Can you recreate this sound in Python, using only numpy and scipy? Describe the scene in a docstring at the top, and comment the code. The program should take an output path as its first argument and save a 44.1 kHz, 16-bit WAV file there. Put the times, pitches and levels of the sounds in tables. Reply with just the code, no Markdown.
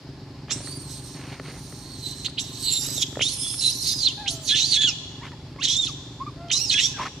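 """Macaques among stone slabs

Young macaques squeal on the right: fast vocal folds give a wavering high whistle, strong-weak cycles
add a half line, chaotic vibration a throaty rasp. Others coo and grunt in the middle, where feet and
hands tap the stone. A far engine idles over open-air hiss; walls and trees give the calls a faint tail."""
import sys
import numpy as np
from scipy import signal
from scipy.fft import rfft, irfft
from scipy.io import wavfile
from scipy.ndimage import uniform_filter1d

SR = 44100
rng = np.random.default_rng(int(sys.argv[2]) if len(sys.argv) > 2 else 0)


def persist_wave(psi):
    """Save psi, clipped to +-1, as 16-bit WAV."""
    counts = np.round(np.clip(psi, -1, 1) * 32767).astype(np.int16)
    wavfile.write(sys.argv[1], SR, np.atleast_2d(counts).T)


N = 317520
TIME_S = np.arange(N) / SR


def from_db(db):
    """Level to gain."""
    return 10 ** (np.asarray(db) / 20)


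def rms_one(x):
    """Scale to rms 1."""
    return x / np.sqrt(np.mean(x ** 2) + 1e-20)


def butter(x, order, hz, kind):
    """Butterworth filter."""
    return signal.sosfilt(signal.butter(order, hz, kind, fs=SR, output="sos"), x)


def curves(rows):
    """Rows of (t/s, values...) to one curve per value."""
    times_s, *columns = np.transpose(rows)
    return [np.interp(TIME_S, times_s, column) for column in columns]


def phrases(tables, fade_s):
    """Gate, open during each phrase, and the phrases' curves."""
    gate = np.zeros(N)
    for rows in tables:
        gate[round(rows[0][0] * SR) - 50:round(rows[-1][0] * SR) + 50] = 1
    rows = np.concatenate(tables)
    order = np.argsort(rows[:, 0], kind="stable")
    return uniform_filter1d(gate, max(int(fade_s * SR), 1)), curves(rows[order])


def drift(rate_hz):
    """Low-passed noise, rms 1."""
    r = np.exp(-2 * np.pi * rate_hz / SR)
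    return rms_one(signal.lfilter([1], [1, -2 * r, r * r], rng.standard_normal(N + SR))[SR:])


def resonate(x, modes, passes=1):
    """Parallel resonances (f/Hz, width/Hz, level/dB) of alternating sign; more passes, steeper skirts."""
    out = 0
    for k, (hz, width_hz, db) in enumerate(modes):
        r = np.exp(-np.pi * width_hz / SR)
        b = (1 - r * r) / 2 * np.array([1, 0, -1])
        a = [1, -2 * r * np.cos(2 * np.pi * hz / SR), r * r]
        out = out + (-1) ** k * from_db(db) * signal.lfilter(b, a, x)
    return out if passes == 1 else resonate(out, modes, passes - 1)


def moving_band(x, hz, width_hz, order=2):
    """Band round a moving centre: shift to zero, low-pass, shift back; rms 1."""
    carrier = np.exp(2j * np.pi * np.cumsum(hz) / SR)
    baseband = butter(x / carrier, order, width_hz / 2, "low")
    return rms_one(np.real(baseband * carrier))


def partials(hz, lines):
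    """Sines on a pitch; lines are (multiple, rms level/dB)."""
    phase = 2 * np.pi * np.cumsum(hz) / SR
    return sum(np.sqrt(2) * from_db(db) * (k * hz < .45 * SR) * np.sin(k * phase) for k, db in lines)


# f/Hz, relative density/dB
AIR_SPECTRUM = [(18, -44), (30, -2), (140, 3), (197, -5.5), (284, -5), (467, -18), (561, -17), (728, -6),
                (830, -19.5), (1230, -23), (3320, -24.5), (4540, -22), (5590, -30.5), (15500, -51)]
# f/Hz, left-right correlation
AIR_CORRELATION = [(60, 0.99), (240, 0.99), (950, 0.9), (3770, 0.36), (15000, -0.03)]


def air(level_db=-43, flicker_db=.8):
    """Far traffic, leaves and insects: stereo noise in flickering half-octave bands."""
    out, edges_hz = 0, 30 * 2 ** np.arange(0, 9.3, .5)
    white = rng.standard_normal((2, 2, N))
    flicker = [drift(31), drift(18), drift(17)]
    tables = np.transpose(AIR_SPECTRUM), np.transpose(AIR_CORRELATION)
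    for k, (low, high) in enumerate(zip(edges_hz, edges_hz[1:])):
        mid, side = butter(white[k % 2], 3, [low, high], "band")
        centre_hz = np.sqrt(low * high)
        db, alike = [np.interp(np.log(centre_hz), np.log(hz), values) for hz, values in tables]
        alike = np.clip(alike, 0, 1)
        pair = np.sqrt(1 + alike) * mid + np.sqrt(1 - alike) * side * [[1], [-1]]
        out = out + from_db(db + flicker_db * flicker[k % 3]) * pair
    return from_db(level_db) * rms_one(out)


# f/Hz, width/Hz, level/dB
INSECT_BAND = [(4620, 1000, -60)]


def insects():
    """Far chorus blurred into one band of hiss, partly shared by the channels."""
    (hz, width_hz, db), = INSECT_BAND
    band = butter(rng.standard_normal((3, N)), 2, [hz - width_hz / 2, hz + width_hz / 2], "band")
    return from_db(db) * rms_one(1.2 * band[0] + band[1:])


# f/Hz, width/Hz, relative level/dB
HUM_MODES = [(554, 24, 0.5), (628, 24, -3), (835, 30, 3), (1035.5, 35, 1.5), (1178, 9.7, -32),
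             (1697, 12, -0.5)]


def hum_tones(level_db=-58):
    """Faint tones: noise in narrow resonances, each fading in and out on its own."""
    white, swell_db = rng.standard_normal(N), 5 * np.tanh(drift(3))
    tones = sum(from_db(np.roll(swell_db, 40000 * k)) * resonate(white, [mode])
                for k, mode in enumerate(HUM_MODES))
    return from_db(level_db) * rms_one(tones)


# t/s, firing rate/Hz
ENGINE_RATE = [(0, 23.8), (.45, 23.4), (1.35, 24.3), (2.3, 23.6), (3.6, 24.1), (4.95, 23.5), (5.4, 23.9),
               (7.2, 23.4)]
# t/s, level/dB
ENGINE_LEVEL = [(0.0, -41), (0.82, -42.5), (1.26, -39), (2.57, -43.5), (3.05, -39.5), (3.47, -43.5),
                (4.51, -43), (4.911, -43.5), (5.5, -42.5), (6.56, -42), (6.72, -42.5), (7.2, -44)]
# f/Hz, width/Hz, gain per pass/dB
EXHAUST_MODES = [(131.5, 31.4, 0), (275, 50, -4), (392.1, 34.3, -6), (74.5, 48, -11)]


def engine():
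    """Far idle: one slightly uneven pulse per firing rings the exhaust."""
    (rate_hz,), (level_db,) = curves(ENGINE_RATE), curves(ENGINE_LEVEL)
    firings = np.cumsum(rate_hz * (1 + .012 * drift(6))) / SR
    pulses = np.diff(np.floor(firings), prepend=0) * from_db(2.53 * rng.standard_normal(N))
    return from_db(level_db) * rms_one(resonate(pulses + 1e-18, EXHAUST_MODES, passes=2))


# f/Hz, level/dB, t60/s
STONE_MODES = [(1780, 0.5, 0.009), (1320, 5.5, 0.0066)]
# t/s, ring and grit gain/dB, thump gain/dB
CONTACTS = [(0.483, -35, -50), (0.511, -25, -50), (0.605, -46, -40.5), (0.674, -27.5, -45),
            (1.398, -21.5, -36.5), (1.725, -31.5, -45), (2.283, -29, -52), (2.886, -31.5, -42),
            (2.98, -36, -40), (3.128, -35, -45), (3.156, -23, -51), (3.171, -27, -27.5),
            (3.193, -21, -33.5), (3.208, -40, -32.5), (3.372, -41, -60), (3.464, -35, -52),
            (3.541, -30.5, -58), (3.936, -37, -72), (5.318, -30, -52), (5.562, -36, -46)]


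def taps(thump_hz=548, thump_t60_s=.0084):
    """Hands and feet strike stone: short ring, grit and dull thump."""
    out, t = np.zeros(N + SR), np.arange(SR // 20) / SR
    ring = sum(from_db(db - 60 * t / t60) * np.sin(2 * np.pi * hz * t) for hz, db, t60 in STONE_MODES)
    decay = from_db(-60 * t / thump_t60_s)
    thump = from_db(19.5) * decay * np.sin(2 * np.pi * thump_hz * t)
    attack = 1 - np.exp(-t / .00082)   # padded skin, no hard edge
    grits = 1.74 * decay * butter(rng.standard_normal((len(CONTACTS), len(t))), 2, [900, 3500], "band")
    for (start_s, ring_db, thump_db), grit in zip(CONTACTS, grits):
        tap = from_db(ring_db) * (ring + grit) + from_db(thump_db) * thump
        out[round(start_s * SR):][:len(t)] += attack * tap
    return out[:N]


# start/s, attack/s, length/s, level/dB, drop by the end/dB, f/Hz
SCUFF_EVENTS = [(0.478, .014, 0.61, -47, 22, 1710), (1.148, 0.19, 0.28, -43.5, 20, 1800),
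                (1.431, 0.048, 0.19, -41.5, 16, 1270), (2.814, 0.034, 0.22, -49, 11, 1630),
                (5.232, .015, 0.055, -42, 2.5, 2213), (6.969, 0.016, 0.11, -36.5, -4.5, 1130)]


def scuff_shapes(fade_s, rise_db=7):
    """Gate, level and band centre: each scuff swells, then ramps to its end level."""
    shapes = [[(s, db - rise_db, hz), (s + attack_s, db, hz), (s + length_s, db - drop_db, hz)]
              for s, attack_s, length_s, db, drop_db, hz in SCUFF_EVENTS]
    return phrases(shapes, fade_s)


def scuffs():
    """Grunt breath and feet dragging on stone: broad grainy noise."""
    gate, (db, hz) = scuff_shapes(fade_s=.015)
    white = rng.standard_normal(N)
    grain = from_db(2.5 * drift(150))
    body = moving_band(white, hz, width_hz=2600, order=3)
    hiss = resonate(white, [(4400, 2700, -.15)], passes=2)
    return gate * from_db(db) * grain * (body + hiss)


# start/s, turn/s, end/s, start f/Hz, turn f/Hz, end f/Hz, level/dB, octave/dB re fundamental
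COO_CALLS = [(4.17, 4.201, 4.3, 801.4, 845, 742, -39, -8),
             (4.302, 4.318, 4.48, 712.2, 680, 587.6, -46, -12.5),
             (5.21, 5.237, 5.285, 800, 1078, 801.5, -44, -4), (5.321, 5.33, 5.345, 996, 991, 797, -45, -8),
             (5.584, 5.597, 5.606, 950, 1104, 1197, -39, -9),
             (5.877, 5.9, 5.908, 1501, 1143, 999, -42, -20),
             (6.199, 6.216, 6.243, 976.7, 1070, 1180, -30.5, -31),
             (6.261, 6.275, 6.302, 1100, 1214, 1060, -33, -19),
             (6.363, 6.421, 6.535, 630, 693, 650, -43, -10),
             (6.539, 6.552, 6.58, 1041, 1106, 1230, -48, -22),
             (6.933, 6.975, 6.982, 1794, 1450, 1400, -41.5, -9),
             (6.984, 7.025, 7.046, 1304, 1045, 950, -28.5, -16),
             (7.045, 7.062, 7.085, 1250, 1168, 1016, -33, -13)]


def coos(rise_db=15, fall_db=15.5):
    """Low coos and grunts swell to a turn, then fade; the breathier, the less steady."""
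    shapes = [[(start, start_hz, db - rise_db, octave_db),
               ((2 * start + turn) / 3, (start_hz + turn_hz) / 2, db - rise_db / 4, octave_db),
               (turn, turn_hz, db, octave_db),
               ((turn + 3 * end) / 4, (turn_hz + end_hz) / 2, db - fall_db / 3, octave_db),
               (end, end_hz, db - fall_db, octave_db)]
              for start, turn, end, start_hz, turn_hz, end_hz, db, octave_db in COO_CALLS]
    gate, (hz, level_db, octave_db) = phrases(shapes, fade_s=.0071)
    breath_gate, (breath_db, _) = scuff_shapes(fade_s=.038)
    hoarse = breath_gate * np.clip((breath_db - level_db + 12) / 10, 0, 1)
    shaky_hz = hz * (1 + (.02 + .08 * hoarse) * drift(150))
    flutter_db = (3 + 2.6 * hoarse) * np.tanh(drift(53))
    lines = [(1, 0), (2, octave_db), (3, octave_db - 9), (4, octave_db - 16)]
    return gate * from_db(level_db + flutter_db) * partials(shaky_hz, lines)


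# Per phrase: t/s, f/Hz, roughness
SQUEAL_PITCH = [
    [(.5, 3890, 0.89), (.6, 4304, 1.02), (.65, 4660, 0.9), (.67, 4290, 0.76), (.72, 4550, 0.5),
     (.77, 4720, 0.3), (.8, 4330, 0.55), (.82, 4500, 0.65), (.85, 4250, 0.45), (.92, 4100, 0.97),
     (.96, 4370, 0.84), (1.0, 4300, 0.67), (1.1, 4330, 1.05), (1.15, 4420, 0.92), (1.3, 4370, 0.93),
     (1.6, 4530, 0.94), (1.9, 4326, 0.89), (1.96, 4185, 0.7), (2.075, 4017, 0.64), (2.245, 4130, 0.74)],
    [(2.247, 4297, 0.88), (2.29, 4336, 1.03)],
    [(2.372, 3965, 0.75), (2.43, 3797, 1.01), (2.64, 4125, 0.86), (2.68, 3855, 0.68), (2.715, 3662, 0.96),
     (2.75, 3694, 0.3), (2.8, 3673, 0.15), (2.85, 3750, 0.47), (2.88, 4000, 0.31), (2.965, 3900, 0.89),
     (2.98, 3720, .6), (3.0, 3360, 0.6), (3.03, 3313, 0.89), (3.045, 2455, 1.1)],
    [(3.197, 3696, 0.33), (3.211, 3876, 0.1)],
    [(3.212, 3523, 0.41), (3.283, 3757, 0.51), (3.29, 4915, 1.11), (3.335, 5385, 0.87), (3.36, 5150, 0.6),
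     (3.4, 5160, 0.32), (3.5, 5126, 0.6), (3.56, 5326, .45), (3.605, 5253, 0.5), (3.61, 4110, 0.65),
     (3.63, 3970, 0.66), (3.7, 4053, 0.48), (3.71, 4740, 0.7), (3.77, 5800, 0.54), (3.82, 5600, 0.6),
     (3.835, 4875, 0.67), (3.88, 5170, 0.82), (3.925, 4840, 0.77), (3.95, 5043, 0.37), (4.0, 4900, 0.43),
     (4.05, 3935, 0.69), (4.058, 4320, 0.44), (4.085, 3150, 0.43), (4.11, 2710, 0.83)],
    [(4.26, 3278, 0.41), (4.272, 3620, 0.42)],
    [(4.274, 3957, 0.38), (4.3, 4427, 0.62), (4.36, 7100, 0.38), (4.39, 7755, 0.22), (4.43, 7450, 0.37),
     (4.475, 5400, 0.6), (4.485, 5126, 1.02), (4.49, 3557, 0.94), (4.51, 3335, 0.82), (4.525, 3402, 0.36),
     (4.545, 3506, 0.16), (4.552, 3475, 0.55), (4.565, 3500, 0.84), (4.6, 3730, 0.88), (4.625, 3800, 0.7),
     (4.64, 4000, 0.29), (4.66, 4694, 0.68), (4.71, 4746, 0.73), (4.725, 4273, 0.84), (4.75, 3620, 1.3),
     (4.772, 3414, 0.57), (4.78, 3397, 0.08), (4.808, 3480, 0.01), (4.815, 3446, 0.63), (4.845, 3444, 0.49),
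     (4.855, 3425, 0.26), (4.88, 2915, 0.36), (4.92, 2384, 0.5)],
    [(5.585, 2853, 0.45), (5.615, 2920, 0.38), (5.64, 4400, 0.78), (5.665, 3014, 1.02), (5.7, 3337, 0.57),
     (5.755, 3487, 0.63), (5.77, 3560, 0.13), (5.8, 3730, 0.02), (5.83, 3530, 0.14), (5.845, 3440, .3),
     (5.868, 3420, 0.73), (5.88, 2745, 0.39), (5.91, 2060, 0.75)],
    [(6.46, 3428, 0.55), (6.506, 3310, 0.47)],
    [(6.507, 3103, 0.73), (6.54, 3970, 0.57), (6.58, 4124, 0.64), (6.585, 4983, 0.37), (6.615, 5600, 0.54),
     (6.635, 5750, 0.1), (6.655, 5450, 0.26), (6.685, 5000, 0.37), (6.7, 4180, 0.45), (6.72, 3426, 1.06),
     (6.74, 3350, 0.91), (6.746, 3317, 0.2), (6.778, 3450, 0.2), (6.783, 3490, 0.1), (6.795, 3450, 0.54),
     (6.8, 2797, 0.58), (6.83, 3260, 0.67), (6.86, 3456, 0.63), (6.885, 3564, 0.68)],
]


def squeal_voice(flat_share=.4, slide_s=.015):
    """Gate, pitch and roughness; each phrase starts flat and slides up."""
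    gate, (hz, rough) = phrases(SQUEAL_PITCH, fade_s=.0085)
    starts_s = np.array([rows[0][0] for rows in SQUEAL_PITCH])
    current = np.maximum(np.searchsorted(starts_s, TIME_S) - 1, 0)
    age_s = np.maximum(TIME_S - starts_s[current], 0)
    return gate, hz * (1 - flat_share * np.exp(-age_s / slide_s)), np.clip(rough, .05, .99)


# Per breath: t/s, level/dB, mouth/dB re level
SQUEAL_EFFORT = [
    [(0.495, -41, -23), (0.509, -33.5, -3.5), (0.521, -32.5, 3.5), (0.543, -43.5, 4.5), (0.635, -49, -3.5),
     (0.653, -40.5, -3), (0.709, -45.5, 3), (0.723, -39.5, -2.5), (0.817, -52, 7), (0.839, -46, -1),
     (0.859, -52.5, 6), (0.909, -47, 5), (0.997, -48.5, 2), (1.015, -56, 4), (1.065, -46, 0.5),
     (1.253, -55, -1), (1.345, -46.5, -9.5), (1.377, -69.5, 7), (1.385, -54, -2)],
    [(1.386, -60, -6), (1.396, -55, -5), (1.42, -58, -1), (1.484, -45.5, -8.5), (1.558, -52, 0),
     (1.762, -50, -0.5), (1.9, -45.5, -7), (2.044, -38, -8.5), (2.068, -29, -11.5), (2.114, -36.5, -3.5),
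     (2.138, -34, -14), (2.148, -44.5, -0.5), (2.242, -40.5, -3), (2.25, -31, -4.5), (2.264, -22, -12),
     (2.276, -36, -21), (2.288, -51, -4), (2.3, -36.5, -4)],
    [(2.37, -53, -10), (2.384, -24, -58), (2.394, -22.5, -7), (2.414, -37.5, 7.5), (2.434, -38, -1),
     (2.508, -43, -1.5), (2.638, -34, -0.5), (2.688, -28, -11.5), (2.718, -30.5, -3), (2.724, -32, 2),
     (2.782, -28.5, 0), (2.802, -38, 7.5), (2.952, -42, 6.5), (2.974, -29, -1), (3.014, -32.5, 4.5),
     (3.026, -16.5, -3.5), (3.038, -29, -12), (3.054, -61, 4), (3.07, -40.5, 6)],
    [(3.196, -34, -16), (3.204, -28, -19), (3.221, -20.5, -1), (3.383, -39, -0.5), (3.431, -31.5, -4),
     (3.571, -35.5, -0.5), (3.651, -18.5, -10.5), (3.701, -22, -9), (3.723, -30.5, -7), (3.805, -35.5, 0),
     (3.845, -29, -3), (3.873, -23.5, -6), (3.949, -28.5, -5), (3.969, -31.5, 1), (4.061, -19.5, -8),
     (4.075, -14, -40), (4.087, -27, 6.5), (4.095, -34.5, -6), (4.13, -40, -11)],
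    [(4.26, -35, -18), (4.272, -32, -28), (4.28, -17.5, -8), (4.284, -21.5, -6.5), (4.35, -39.5, 0.5),
     (4.39, -48, -1), (4.422, -47, 2), (4.456, -34, -1), (4.496, -20.5, -7.5), (4.512, -21.5, -10),
     (4.626, -20, -4.5), (4.64, -21, -5.5), (4.702, -29, -7.5), (4.717, -25, -6), (4.724, -17, -18),
     (4.744, -16, -13.5), (4.784, -18.5, -8.5), (4.804, -22.5, -2), (4.846, -16, -15.5), (4.896, -29, 5.5),
     (4.916, -42, 10), (4.94, -33, -4)],
    [(5.58, -61, -18), (5.604, -44.5, -1), (5.624, -27.5, -24), (5.638, -24.5, -6.5), (5.658, -19.5, -14.5),
     (5.668, -35, -9), (5.676, -23, -28), (5.682, -29, -1), (5.738, -23.5, -3.5), (5.76, -22.5, -9),
     (5.768, -26, 9), (5.798, -19.5, -3.5), (5.826, -29.5, 5), (5.836, -19, -9), (5.86, -29.5, -1),
     (5.872, -22, -23), (5.884, -43, 14), (5.902, -66, 22), (5.93, -52, 7)],
    [(6.485, -41, -6), (6.493, -61, -16), (6.503, -22.5, -51), (6.508, -31, -29)],
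    [(6.509, -46, -36), (6.515, -22, -5), (6.531, -26, 8.5), (6.547, -21.5, -4), (6.581, -30.5, 11),
     (6.589, -29.5, 3), (6.641, -28, 2), (6.694, -33.5, 5), (6.702, -16.5, -15.5), (6.731, -21, -6),
     (6.777, -20, -4.5), (6.799, -20.5, -4), (6.861, -24.5, 6), (6.881, -37.5, 9.5), (6.93, -45, 12.5)],
]
# t/s, overtones/dB, lip hiss/dB re mouth, top/dB, mouth rasp/dB re mouth
SQUEAL_TREBLE = [(.5, 2.5, -12.5, -14, 5.5), (.7, -0.5, -5, -4, -2.5), (1.199, -6, -10, -1, 3.5),
                 (2.05, -5, -5, 0, 3.5), (2.3, -4, -17, -5, -0.5), (2.6, -7.5, -10.5, 2, -2),
                 (2.72, 9, -6, -2, -1), (2.8, -1.5, -2.5, 7, 9.5), (3.05, -3.5, -19, 2, -2),
                 (3.2, -11, -9, -37, 3), (3.3, -11, -5, -31, 1), (3.399, 0, 16.5, -35, 8),
                 (3.58, -3, 5.5, -29, 2), (3.701, -11.5, 1, -12, 7), (3.9, -10.5, -1, -6.5, 4),
                 (4.1, -23, -16, -6, 1.5), (4.29, -11, -11, -16, 5), (4.315, 4, -1, -16, 4),
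                 (4.35, -15, -4, -16, 8), (4.45, -17, -2, -16, 4), (4.6, -18, -25, 4, 2.5),
                 (4.7, -13, -7, -18, 6.5), (4.85, -1.5, -47, -30, -3), (5.65, -27, -20, -21, 9.5),
                 (5.801, -5, -15, -11, 4.5), (6.52, -16, -19, -28, 4.5), (6.63, -35, -19, -30, -2),
                 (6.675, -36, -22, -25, 4), (6.7, -7.5, -34, -10, 1.5), (6.751, -33, -38, -25, 6.5),
                 (6.9, -29, -21, -17, -1)]


def squeal_levels(fade_s):
    """Breath gate, effort curves and treble curves."""
    gate, effort = phrases(SQUEAL_EFFORT, fade_s)
    return gate, effort, curves(SQUEAL_TREBLE)


# start/s, length/s
TRIPLED_CYCLES = [(3.29, .26), (3.61, .1), (6.785, .1)]


def rough_folds(pitch_hz, effort_db):
    """Folds repeat only every fourth or third beat: unsteady lines between overtones, in breath noise."""
    tripled, _ = phrases([[(s, 0), (s + length_s, 0)] for s, length_s in TRIPLED_CYCLES], fade_s=0)
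    beats = 4 - tripled
    hz = pitch_hz / beats
    jitter = (.045 - .03 * tripled) * drift(150)
    phase = 2 * np.pi * np.cumsum(hz * (1 + jitter)) / SR
    flicker_db = 7 * np.tanh(drift(22))
    lines = 0
    for k in range(2, 13):
        present = (k * hz < .4 * SR) * (k % beats > 0) * (k > beats / 2)
        lines = lines + present * from_db(np.roll(flicker_db, 9000 * k)) * np.cos(k * phase + k * k)
    voiced = np.clip((effort_db + 52) / 24, .25, .5 + .08 * tripled)   # soft passages are mostly breath
    return voiced * rms_one(lines) + np.sqrt(1 - voiced ** 2) * rng.standard_normal(N)


# start/s, length/s, start f/Hz, end f/Hz, wide band/dB re level, narrow band/dB re level
HARSH_BURSTS = [(0.496, 0.028, 2300, 3770, -1, -12), (2.25, 0.021, 3130, 4200, -8, -13),
                (3.38, 0.173, 3450, 3400, -25, -6.5), (0.901, 0.11, 5200, 4400, -1, -5),
                (2.379, 0.013, 3180, 3430, -14, 1), (2.631, .15, 4300, 3930, -50, 4.5),
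                (2.816, 0.14, 5050, 4950, -1, -10), (3.854, 0.094, 4185, 5370, -13, -15),
                (4.476, 0.059, 4110, 3600, -13, -6.5), (4.545, 0.058, 2980, 3268, -21, -2.5),
                (4.628, 0.1, 3730, 3800, -42, -32), (4.722, .053, 3700, 2780, -16, -23),
                (4.81, 0.026, 3050, 3098, -13.5, -17), (5.625, 0.025, 3137, 3600, -4.5, -8.5),
                (5.674, 0.035, 3310, 3706, -26, 4), (6.486, 0.025, 2784, 3254, -19, -5),
                (6.709, 0.033, 3302, 2497, -20, -3), (6.736, 0.015, 2570, 2553, -38, -19),
                (6.776, 0.032, 3000, 2680, -10, -1)]


def bursts(folds):
    """Harsh moments: a wide and a narrow gliding band of the fold sound."""
    shapes = [[(s, start_hz, *db), (s + length_s, end_hz, *db)]
              for s, length_s, start_hz, end_hz, *db in HARSH_BURSTS]
    gate, (hz, wide_db, narrow_db) = phrases(shapes, fade_s=.015)
    wide = from_db(wide_db) * moving_band(folds, hz, width_hz=1570)
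    narrow = from_db(narrow_db) * moving_band(folds, hz, width_hz=430)
    return gate * (wide + narrow)


# Resonances: f/Hz, width/Hz, gain per pass/dB
MOUTH_MODES = [(5710, 2100, 49), (7660, 2600, 34.5)]
LIP_MODES = [(9000, 3200, 0), (11200, 1800, -4)]
TEETH_MODES = [(10600, 8800, 0)]


def rasp(throat_rest_hz=4250):
    """Chaotic fold vibration rings throat, mouth, teeth and lips."""
    _, hz, rough = squeal_voice()
    gate, (level_db, mouth_db), (overtones_db, lip_db, top_db, rasp_db) = squeal_levels(fade_s=.0026)
    folds = rough_folds(hz, level_db)
    follow = np.where(hz < throat_rest_hz, .54, .18)   # share of the pitch swing
    throat = moving_band(folds, throat_rest_hz + follow * (hz - throat_rest_hz), width_hz=716)
    mouth = from_db(rasp_db) * rms_one(resonate(folds, MOUTH_MODES, passes=2))
    teeth = from_db(top_db) * rms_one(resonate(folds, TEETH_MODES, passes=2))
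    lips = rms_one(resonate(folds, LIP_MODES, passes=3))
    hiss = from_db(lip_db - 1.5 + 3.3 * np.tanh(drift(23))) * (lips + teeth)
    octave_breath = from_db(overtones_db - 1.5) * moving_band(folds, np.minimum(2 * hz, 15000), 860)
    tract = throat + from_db(mouth_db) * (mouth + hiss + octave_breath)
    sound = butter(rough * tract + bursts(folds), 4, 1900, "high")
    return gate * from_db(level_db + .45 * drift(187)) * sound


# start/s, length/s, half line/dB re level, upper half lines/dB re level
STRONG_WEAK_CYCLES = [(3.188, 0.024, -23, -24), (4.521, 0.037, -13.5, -20), (4.766, 0.087, -21.5, -34),
                      (4.876, 0.082, -19, -4), (5.615, 0.031, -12.5, -22), (6.509, 0.038, -34, -33),
                      (6.586, 0.073, -14.5, -15), (6.723, 0.068, -19, -30)]


def whistle(mouth_edge_hz=5300, dropout_db=9):
    """Fold edges vibrate fast, less steadily when rough; strong-weak cycles add half multiples."""
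    gate, hz, rough = squeal_voice()
    breath_gate, (level_db, mouth_db), (overtones_db, _, top_db, _) = squeal_levels(fade_s=.003)
    spans = [[(s, *db), (s + length_s, *db)] for s, length_s, *db in STRONG_WEAK_CYCLES]
    half_gate, (half_db, upper_db) = phrases(spans, fade_s=.032)
    shaky_hz = hz * (1 + (.008 + .022 * rough ** 2) * drift(220) + .009 * drift(35))
    line_db = mouth_db * np.clip((hz - mouth_edge_hz) / 400, 0, 1)   # a high pitch rings in the mouth
    octave_db = mouth_db + overtones_db + 10.3 * rough ** 2 - 3
    gaps_db = [2 - dropout_db * np.clip(drift(30), 0, 2) for _ in range(3)]
    harmonics = partials(shaky_hz, [(1, line_db + rough * gaps_db[0]),
                                    (2, octave_db + gaps_db[1]),
                                    (3, octave_db - 14.5 + top_db + gaps_db[2]),
                                    (4, octave_db - 28 + top_db)])
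    rolloff_db = 2 + 4 * np.maximum(hz - 3500, 0) / 1000
    halves = half_gate * partials(shaky_hz, [(.5, half_db), (1.5, upper_db), (2.5, upper_db - rolloff_db)])
    flutter_db = (2.6 + 5.85 * rough) * np.tanh(drift(150))
    envelope = gate * breath_gate * np.sqrt(1 - rough ** 2) * from_db(level_db + flutter_db)
    return envelope * (harmonics + halves)


# f/Hz, left level/dB re right, lag/rad
BODY_SHADOW = [(1000, 2, 0.21), (2620, -5, 0), (3960, -6, 0.99), (5170, -9.5, 0), (7200, -16, 0.063),
               (8900, -9.5, 0), (12000, -8, 0), (15000, -14, 0)]


def shadow(x):
    """The left microphone port lies in the body's shadow."""
    hz, db, lag_rad = np.transpose(BODY_SHADOW)
    bins_hz = np.arange(N // 2 + 1) * SR / N
    response = from_db(np.interp(bins_hz, hz, db)) * np.exp(-1j * np.interp(bins_hz, hz, lag_rad))
    return irfft(rfft(x) * response, N)


def tail(x, level_db=-4, near_t60_s=.033, far_t60_s=1.29):
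    """Echoes from near slabs, then far walls and trees: decaying stereo noise."""
    t = np.arange(int(1.5 * SR)) / SR
    near, far = from_db(-60 * t / near_t60_s), from_db(-60 * t / far_t60_s)
    echoes = rng.standard_normal((2, len(t))) * (far + from_db(27) * near) * np.minimum(t / .0066, 1)
    echoes += from_db(8.5) * near * butter(echoes, 2, 8900, "high")   # near stone scatters treble most
    echoes *= from_db(level_db) / np.sqrt(np.sum(echoes ** 2, axis=1, keepdims=True))
    return signal.fftconvolve(x[None], echoes, axes=1)[:, :N]


def scene():
    """Squeals right; coos, scuffs and taps centred; echoes and background around them."""
    squeal = whistle() + rasp()
    middle = coos() + scuffs() + taps()
    right = from_db(1.5) * squeal
    background = engine() + hum_tones() + insects() + air()
    return np.array([shadow(right), right]) + middle + tail(squeal + .25 * middle) + background


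def record(dry, stopband_hz=15950):
    """Microphone: deepest bass lost, top cut steeply."""
    dry = butter(dry, 6, 44, "high")
    return signal.sosfilt(signal.cheby2(20, 70, stopband_hz, fs=SR, output="sos"), dry)


dry = scene()
out = record(dry)
persist_wave(out)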